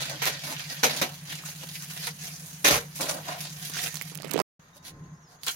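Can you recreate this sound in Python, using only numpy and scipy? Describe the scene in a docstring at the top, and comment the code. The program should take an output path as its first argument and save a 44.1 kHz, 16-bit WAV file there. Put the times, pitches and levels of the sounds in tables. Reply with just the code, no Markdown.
"""Unmasking car windows

Plastic and tape are pulled off a window in a bare car body while an engine idles. The sheet rustles as its
creases flip, the glue lets go in short rips, and the metal cabin rings. A finger rubs the right microphone
port and all goes silent for a moment; then tape is picked at another window and a far bird whistles."""
import sys
import numpy as np
from scipy import signal
from scipy.fft import rfft, irfft, next_fast_len
from scipy.io import wavfile
from scipy.ndimage import uniform_filter1d

SR = 44100
rng = np.random.default_rng(int(sys.argv[2]) if len(sys.argv) > 2 else 0)


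def output_pcm(signal):
    """Save a mono or channel-first signal as 16-bit PCM at the path in sys.argv[1].

    Samples are clipped to [-1, 1] before scaling.
    """
    pcm = np.clip(np.atleast_2d(signal).T, -1, 1) * 32767
    wavfile.write(sys.argv[1], SR, np.round(pcm).astype(np.int16))


N = 244755
T = np.arange(N) / SR
SILENCE_START_S, SECOND_WINDOW_S = 4.418, 4.595


def undb(db):
    """Decibels to gain."""
    return 10 ** (np.asarray(db) / 20)


def unit(x):
    """Scale to rms 1."""
    return x / np.sqrt(np.mean(x ** 2))


def pan(db):
    """Left and right gains for a left-minus-right level."""
    return undb(np.vstack([db, -db]) / 2)


def curve(rows):
    """Breakpoints joined by straight lines in time."""
    return np.interp(T, *np.transpose(rows))


def burst(start_s, attack_s, hold_s, fade_s):
    """Envelope that rises, holds until hold_s after its start, and dies away."""
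    return np.clip((T - start_s) / attack_s, 0, 1) * np.exp(-np.maximum(T - start_s - hold_s, 0) / fade_s)


def swell(crest_s, half_s):
    """Bell-shaped envelope."""
    return np.exp(-.5 * np.minimum(((T - crest_s) / half_s) ** 2, 200))


def walk(rate_hz):
    """Smooth random drift, rms 1."""
    step = int(SR / rate_hz)
    return unit(uniform_filter1d(np.repeat(rng.standard_normal(N // step + 1), step), step)[:N])


def band(x, lo_hz, hi_hz, order=2):
    """Band-pass."""
    sos = signal.butter(order, [lo_hz, min(hi_hz, .48 * SR)], "band", fs=SR, output="sos")
    return signal.sosfilt(sos, x)


def split(x, band_hz):
    """Overlapping bands that add up to the whole sound."""
    size = next_fast_len(N, real=True)
    spectrum, hz = rfft(x, size), np.arange(size // 2 + 1) * SR / size
    return [irfft(spectrum * np.interp(hz, band_hz, peak), size)[..., :N]
            for peak in np.eye(len(band_hz))]


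def colour(x, points):
    """Minimum-phase EQ through (freq_hz, gain_db) points."""
    hz, db = np.transpose(points)
    size = next_fast_len(N + SR // 2)
    bin_hz = np.maximum(np.arange(size + 1) * SR / (2 * size), 1)
    cepstrum = irfft(np.log(undb(np.interp(np.log(bin_hz), np.log(hz), db))))
    cepstrum[1:size] *= 2
    cepstrum[size + 1:] = 0
    return irfft(rfft(x, 2 * size) * np.exp(rfft(cepstrum)))[..., :N]


def ring(x, modes):
    """Bank of (pitch_hz, width_hz, gain_db) resonators."""
    return sum(undb(db) * signal.lfilter(*signal.iirpeak(hz, hz / width, SR), x)
               for hz, width, db in modes)


def arrivals(at, size, lag, count=N):
    """Clicks at the two microphone ports, each shifted on the left by its own lag."""
    return np.array([np.bincount(np.clip(i, 0, count - 1), size, count) for i in (at + lag, at)])


def directions(count, port_lag_s=.00045):
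    """Lags in samples for sounds from all around."""
    return np.round(rng.uniform(-1, 1, count) * port_lag_s * SR).astype(int)


def diffuse():
    """Noise from all around: centred in the bass, wide in the treble."""
    return arrivals(np.arange(N), rng.standard_normal(N), directions(N))


def crackle(per_s, spread_db, tint_db, patchy_db):
    """Dense tiny slips, mostly weak, a few strong; the tone varies by slip and by patch."""
    count, pool = int(per_s * N / SR), N // 4
    when, strength, polarity = rng.random((pool, 3))[:count].T
    at, lag = (when * N).astype(int), directions(pool)[:count]
    size = undb(spread_db * np.minimum(-np.log(strength), 5)) * np.sign(polarity - .5)
    edges_hz = np.geomspace(150, 18000, 21)
    slips = 0
    for lo, hi in zip(edges_hz, edges_hz[1:]):
        tinted = size * undb(tint_db * rng.standard_normal(pool)[:count])
        slips = slips + band(arrivals(at, tinted, lag), lo, hi, order=1) * undb(patchy_db * walk(40))
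    # a steady pull spends about the same energy in every moment
    return slips / np.sqrt(uniform_filter1d(np.mean(slips ** 2, axis=0), SR // 30) + 1e-12)


def pop(start_s, hz, cycles, crack_db, crack_s):
    """Something suddenly gives: a brief ring and a short crack, peak 1."""
    t = np.arange(SR // 25) / SR
    tone = np.sin(2 * np.pi * hz * t) * np.exp(-t * hz / cycles)
    crack = band(rng.standard_normal(len(t)), hz / 2, 5 * hz, order=1) * np.exp(-t / crack_s)
    hit = tone + undb(crack_db) * crack
    return np.pad(hit / np.abs(hit).max(), (int(start_s * SR), N))[:N]


# Cabin and panel resonances: pitch_hz, width_hz, gain_db
CABIN_MODES = [(241, 15, -1.5), (310, 10, 3), (436, 12, -9.5), (469, 11, 5), (519, 12, -1), (575, 30, -8.5),
               (626, 16, -8), (735, 45, -0.5), (1006, 45, -6.5), (2325, 4.4, -12), (2600, 17, -8)]


def cabin(x, wet_db, t60_s):
    """Quick reflections off glass and bare metal shift as the source moves; then the panels ring."""
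    count = SR // 4
    at = np.arange(SR // 500, count)
    places = np.array([walk(12) for _ in range(4)])
    wet = 0
    for share in places / np.linalg.norm(places, axis=0):
        size = rng.standard_normal(len(at)) * undb(-60 * at / SR / t60_s)
        echo = arrivals(at, size / np.linalg.norm(size), directions(len(at)), count)
        wet = wet + signal.oaconvolve(x * share, echo, axes=1)[:, :N]
    x = x + undb(wet_db) * wet
    return x + ring(x, CABIN_MODES)


# Tone of the open air: freq_hz, gain_db
AIR_EQ = [(25, -16.5), (45, -14), (80, -6), (150, -1), (250, -12.5), (450, -12.5), (750, -11), (1000, -8.5),
          (1400, -10), (1900, -11.5), (2800, -36.5), (5000, -32.5), (6600, -19), (7800, -44.5),
          (11000, -39), (16000, -46.5)]


def outdoors():
    """A faint bed of open air, one deep rumble, a far whine and a thin insect-like trill."""
    air = unit(colour(diffuse(), AIR_EQ)) * undb(-58 + .8 * walk(5))
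    rumble = unit(band(diffuse(), 35, 290)) * undb(-51.5) * swell(crest_s=4.99, half_s=0.098)
    whine_hz = 1034 * (1 + 0.01185 * walk(30))
    whine = np.sin(2 * np.pi * np.cumsum(whine_hz) / SR) * undb(-60.5) * swell(crest_s=5.0, half_s=0.2)
    trill = unit(band(diffuse(), 6250, 6750)) * undb(-68 + 2 * walk(42) + 5.1 * walk(6))
    return air + rumble + whine + trill


# Whistled notes: start_s, length_s, start_hz, middle_hz, end_hz, level_db
WHISTLES = [(4.675, .18, 3650, 3780, 3720, -69), (5.035, 0.036, 3800, 4150, 4450, -70),
            (5.125, .1, 4600, 5560, 6150, -69), (5.21, 0.11, 6100, 5200, 4900, -64)]


def bird():
    """A far bird glides through each note, fluttering in pitch and level."""
    flutter, flicker = 1 + 0.013 * walk(400), undb(4.3 * walk(70))
    song = 0
    for start_s, length_s, *glide_hz, db in WHISTLES:
        along = np.clip((T - start_s) / length_s, 0, 1)
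        hz = np.interp(along, [0, .5, 1], glide_hz) * flutter
        song = song + undb(db) * np.sin(np.pi * along) * np.sin(2 * np.pi * np.cumsum(hz) / SR)
    return song * flicker


# Idle harmonics (8 is the firing rate, the cabin booms near 16): cycle_multiple, relative_db
IDLE_HARMONICS = [(8, -11), (10, -42), (11, -22), (12, -25), (14, -29), (15, -17), (16, 10), (17, 8),
                  (18, 3), (19, 4.5), (20, -25.5), (22, -16.5), (24, -21.5), (25, -22), (26, -9),
                  (27, -16.5), (28, -16.5)]


def engine():
    """Eight uneven firings make the hum throb once a four-stroke cycle, over a soft rumble."""
    cycle_hz = 9.265 - .78 * np.exp(-T / .9)  # the idle creeps up to a steady speed
    cycle = np.cumsum(cycle_hz) / SR + .08
    hum = 0
    for multiple, db in IDLE_HARMONICS:
        waver, phase = undb(1.3 * walk(3)), .55 * walk(1.5)  # no two cycles are alike
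        hum = hum + undb(db) * waver * np.cos(2 * np.pi * multiple * cycle + phase)
    rumble = undb(-12) * unit(band(diffuse(), 100, 202, order=3))
    first_window = undb(-45.5)
    second_window = np.hypot(undb(-63), undb(-44) * swell(crest_s=5.07, half_s=0.092))
    return (unit(hum) + rumble) * np.where(T < SECOND_WINDOW_S, first_window, second_window)


# Tone of dragging skin: freq_hz, gain_db
SKIN_EQ = [(60, -27.5), (150, 0), (300, 3), (600, -4.5), (1200, -9), (2500, -11.5), (6000, -22.5),
           (16000, -27)]
# Skin catching on the port: start_s, relative_db, pitch_hz
SKIN_CATCHES = [(4.149, -15.5, 5430), (4.154, -10, 6400), (4.175, -12, 4660), (4.201, -18.5, 616),
                (4.221, -17, 5430), (4.246, -13, 520), (4.248, -21, 2500), (4.276, -22, 3830),
                (4.311, -6, 5000), (4.315, -8.5, 3200), (4.336, -6.5, 7500), (4.338, -8, 9000),
                (4.343, -6, 330), (4.378, -6, 686), (4.391, -3, 900), (4.401, -0.5, 840),
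                (4.416, -15, 4970)]


def finger(start_s=4.117, start_db=-46, growth_db_per_s=71.5):
    """Skin drags ever harder and catches on the right port; the left one hardly hears it."""
    touching = (T > start_s) & (T < SILENCE_START_S)
    pressure = undb(start_db + growth_db_per_s * (T - start_s)) * touching
    friction = crackle(per_s=2200, spread_db=4, tint_db=7.5, patchy_db=6)
    drag = unit(colour(friction, SKIN_EQ)[1]) * pressure
    catches = sum(undb(db - 4.5) * pop(at_s, hz, cycles=0.9, crack_db=0, crack_s=0.00095)
                  for at_s, db, hz in SKIN_CATCHES)
    return band(drag + catches, 143, 18000) * undb([[-29], [0]])


# Resonances of the hollow bump: pitch_hz, width_hz, gain_db
BUMP_MODES = [(722, 60, 1), (982, 70, -4.5), (1400, 250, -12)]


def bump():
    """A brief hollow bump: rough noise ringing near 700 Hz."""
    rough = diffuse() * undb(2.8 * walk(90))
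    hollow = unit(band(ring(rough, BUMP_MODES), 520, 2000))
    return hollow * undb(-34) * burst(start_s=3.265, attack_s=.025, hold_s=0.055, fade_s=0.049)


# Creases snapping: start_s, relative_db, pitch_hz, left_minus_right_db
CREASE_SNAPS = [(0.096, -21, 4540, 0.5), (.256, -7, 4070, -8), (0.273, -12, 2070, -9),
                (0.595, -23, 3180, -6), (1.327, -20.5, 3430, 0), (1.437, -33.5, 1270, -3),
                (1.688, -28, 4400, -7), (2.071, -12.5, 4200, -8), (2.746, -13.5, 4100, -14),
                (3.627, -25.5, 3780, -9), (3.698, -35, 3020, -11), (3.768, -20.5, 1590, -2),
                (3.792, -18.5, 1940, -9), (3.832, -18, 5000, -14), (3.871, -18, 2600, -12),
                (3.943, -18.5, 7000, -11), (3.956, -22, 6240, -22.5), (3.970, -18.5, 4230, -9),
                (4.013, -18, 2200, -15), (4.022, -21.5, 11300, -24), (5.434, -26, 4500, -12),
                (5.466, -14.5, 4780, -2), (5.483, -9.5, 3330, -5)]


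def snaps():
    """Single stiff creases buckle and stand out of the crinkling."""
    hits = sum(undb(db - 0.5) * pan(side_db) * pop(at_s, hz, cycles=2.75, crack_db=-1, crack_s=0.00071)
               for at_s, db, hz, side_db in CREASE_SNAPS)
    return cabin(hits, wet_db=-6, t60_s=0.063)


# Tape letting go: start_s, length_s, level_db, fade_s, boom_relative_db, puff_relative_db
TAPE_RIPS = [(0.219, 0.021, -26.5, 0.021, -14, -33), (0.262, 0.016, -25, 0.018, -4.5, -35),
             (0.831, 0.016, -16.5, 0.02, 1.5, -26), (1.013, 0.0097, -21.5, 0.017, 2.5, -28),
             (2.07, 0.008, -30, 0.012, -21, -32), (2.643, 0.04, -15, 0.022, -3, -32),
             (2.702, 0.06, -23.5, 0.026, -1, -12.5), (2.995, .008, -40.5, 0.1, 11, -12),
             (5.468, 0.025, -30.5, 0.01, -33, -49)]
# Tone of tearing glue: freq_hz, gain_db
GLUE_EQ = [(100, -26), (170, -7.5), (708, -1), (1210, -1.5), (2340, 0), (3120, -5), (3770, -3), (5310, -9),
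           (5840, -3.5), (7920, -13.5), (11600, -9), (15100, -13), (16000, -22)]
# Ring of the second window's panel: pitch_hz, width_hz, gain_db
PANEL_MODES = [(1505, 90, 11.5), (3180, 92, 14), (4110, 72, 15)]


def tape(boom_linger=1.15):
    """Glue gives way in a burst of tiny slips that shake the panel; the freed sheet puffs air."""
    pull, boom, puff = 0, 0, 0
    for start_s, length_s, db, fade_s, boom_db, puff_db in TAPE_RIPS:
        pull = pull + undb(db) * burst(start_s, 0.0017, length_s, fade_s)
        shake = undb(db) * burst(start_s, 0.0025, length_s, fade_s * boom_linger)
        boom = boom + shake * undb(boom_db)
        puff = puff + shake * undb(puff_db)
    slips = unit(colour(crackle(per_s=3000, spread_db=3.5, tint_db=3.5, patchy_db=2.5), GLUE_EQ))
    rip = band(slips, 1300, 18000, order=1) * pull * pan(-1.4) + band(slips, 170, 1050, order=1) * boom
    rip = rip + ring(rip * (T > SECOND_WINDOW_S), PANEL_MODES)
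    rip = undb(-0.5) * cabin(rip, wet_db=-4, t60_s=0.078)
    return rip + unit(band(diffuse(), 64, 160, order=5)) * puff


# Steady rustle of handling: time_s, level_db
RUSTLE = [(0, -42), (.8, -41.5), (1.2, -52), (1.5, -48.5), (2.0, -47.5), (2.13, -53.5), (2.35, -48.5),
          (2.88, -55.5), (3.22, -51.5), (3.6, -47), (3.95, -45.5), (4.3, -61.5), (4.7, -65), (5.05, -69),
          (5.55, -70)]
# The sheet drawn taut, then slack: time_s, sizzle_relative_db
TENSION = [(0, -12), (1.15, -2), (1.6, 1.5), (2.8, 3.5), (4.0, -1), (4.6, -7)]
# Folds buckling: start_s, attack_s, level_db, fade_s, fold_hz, billow_relative_db, sizzle_relative_db
FOLD_BUCKLES = [(0, 0.001, -26, 0.06, 2070, -13, -10), (.096, .002, -32.5, 0.021, 1800, -9.5, -4),
                (0.321, 0.0052, -34.5, 0.066, 2600, -12, -17),
                (0.434, 0.003, -35.5, 0.059, 1500, -10.5, -5), (.595, 0.0022, -32, 0.023, 2400, -19, -27),
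                (.893, .004, -27, 0.087, 1700, -8.5, -12), (.96, .004, -30, 0.044, 1700, -8.5, -3.5),
                (1.136, 0.0079, -43, 0.027, 3200, -16, -2), (1.38, 0.0071, -40.5, 0.033, 1500, -9, -12),
                (1.445, 0.014, -39.5, 0.034, 1400, -16, 3), (1.485, 0.0042, -38.5, .022, 1400, -11, 0),
                (1.687, .002, -40, .014, 5000, -15, -19), (1.73, 0.022, -40, .03, 5500, -19, 1),
                (1.89, 0.017, -39.5, 0.074, 1700, -19, -2.5), (1.96, .008, -37, 0.032, 1400, -16, -9.5),
                (3.003, 0.0075, -29.5, 0.04, 3920, -5, 0.5), (3.072, .025, -32, 0.037, 3500, -3, 1.5),
                (3.447, 0.0046, -35.5, 0.03, 4500, -13, -11), (3.695, .003, -41, 0.006, 1200, 2, 8),
                (5.429, .008, -46, 0.011, 5500, -14, 5)]
# Film sliding on film: crest_s, half_length_s, level_db, fold_hz, billow_relative_db, sizzle_relative_db
FILM_SLIDES = [(.135, 0.037, -46, 1800, 2.5, -9), (0.272, 0.043, -29, 2000, -16, -22),
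               (0.509, 0.033, -36, 1990, -4, -2.5), (0.721, 0.021, -37.5, 1500, -10.5, -3),
               (1.065, 0.042, -40.5, 1200, 0.5, -11), (1.325, 0.037, -38, 2270, -12.5, -5),
               (1.637, 0.012, -40.5, 1800, -3, -4.5), (1.832, 0.019, -41, 2400, -29, -1.5),
               (2.051, 0.035, -37, 3200, -16, -2), (2.255, 0.039, -42, 2200, -14.5, 0.5),
               (2.505, 0.049, -57, 3900, -6, 7), (2.976, 0.019, -40.5, 3900, -12.5, 2),
               (3.153, 0.034, -41.5, 1800, 3.5, -19), (3.302, 0.034, -37, 2600, -6, -9),
               (3.417, 0.026, -41, 2600, -14, 2), (3.657, 0.035, -41.5, 3520, -20, 0.5),
               (3.778, 0.031, -32.5, 1460, -19, -5), (3.848, 0.031, -32.5, 2000, -13, -1.5),
               (4.088, 0.027, -48, 2900, -16, 0.5), (4.769, 0.012, -56, 3000, -0.5, 2.5),
               (4.876, 0.021, -43.5, 1930, -11, -2), (5.328, 0.029, -60.5, 5030, 0.5, -2.5),
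               (5.5, 0.034, -40, 1500, -18, 2.5)]


def sheet_motion(band_hz, rustle_hz=2200, rustle_billow_db=-16.5, fold_db=4.5, fold_octaves=0.61):
    """Envelopes of billow, sizzle and each crinkle band: handling, buckles and slides add their energy."""
    moves = [(undb(curve(RUSTLE)), rustle_hz, rustle_billow_db, curve(TENSION))]
    moves += [(undb(db) * burst(start_s, attack_s, attack_s, fade_s), *tone)
              for start_s, attack_s, db, fade_s, *tone in FOLD_BUCKLES]
    moves += [(undb(db) * swell(crest_s, half_s), *tone) for crest_s, half_s, db, *tone in FILM_SLIDES]
    billow, sizzle, crinkle = 0, 0, 0
    for envelope, fold_hz, billow_db, sizzle_db in moves:
        billow = billow + (envelope * undb(billow_db)) ** 2
        sizzle = sizzle + (envelope * undb(sizzle_db)) ** 2
        # each fold favours the crinkles near its own pitch
        nearness = np.exp(-.5 * (np.log2(band_hz / fold_hz) / fold_octaves) ** 2)
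        crinkle = crinkle + np.outer(unit(undb(fold_db * nearness)), envelope) ** 2
    return np.sqrt(billow), np.sqrt(sizzle), np.sqrt(crinkle)


# Tone of the plastic film: freq_hz, gain_db
FILM_EQ = [(150, -21.5), (250, -4), (400, -12.5), (680, -3.5), (1150, -8), (1650, -1.5), (2600, -3),
           (4000, -2), (6700, -7.5), (8000, -16.5), (9300, -10.5), (11500, -10), (16000, -15.5)]


def sheet():
    """Creases flip all over the film; slack parts billow low, moving folds crinkle, taut parts sizzle."""
    band_hz = np.geomspace(1150, 6000, 6)
    billowing, sizzling, crinkling = sheet_motion(band_hz)
    creases = crackle(per_s=2400, spread_db=4.5, tint_db=4, patchy_db=3)
    film = colour(cabin(creases, wet_db=3, t60_s=0.098), FILM_EQ)
    billow = unit(band(film, 230, 1543, order=3)) * undb(1.3) * billowing
    parts = split(unit(band(film, 1060, 7230, order=4)), band_hz)
    crinkle = sum(part * envelope for part, envelope in zip(parts, crinkling)) * undb(-0.6) * pan(-1.7)
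    sizzle = unit(band(film, 6240, 17000, order=4)) * undb(0.06) * pan(-2) * sizzling
    passing = pan(-3.5 * swell(crest_s=4.06, half_s=.2))  # the sheet is lowered past the right port
    return (billow + crinkle + sizzle) * passing


def scene():
    """All layers in stereo."""
    return sheet() + tape() + snaps() + bump() + finger() + engine() + outdoors() + bird()


def record(dry, drive=1.3, top_hz=15900):
    """The microphone is off for a moment, rounds the loudest peaks and cuts the top."""
    live = uniform_filter1d(1. * ((T < SILENCE_START_S) | (T > SECOND_WINDOW_S)), size=160)
    rounded = np.tanh(drive * dry * live) / drive
    return signal.sosfilt(signal.ellip(10, .2, 80, top_hz, fs=SR, output="sos"), rounded)


dry = scene()
out = record(dry)
output_pcm(out)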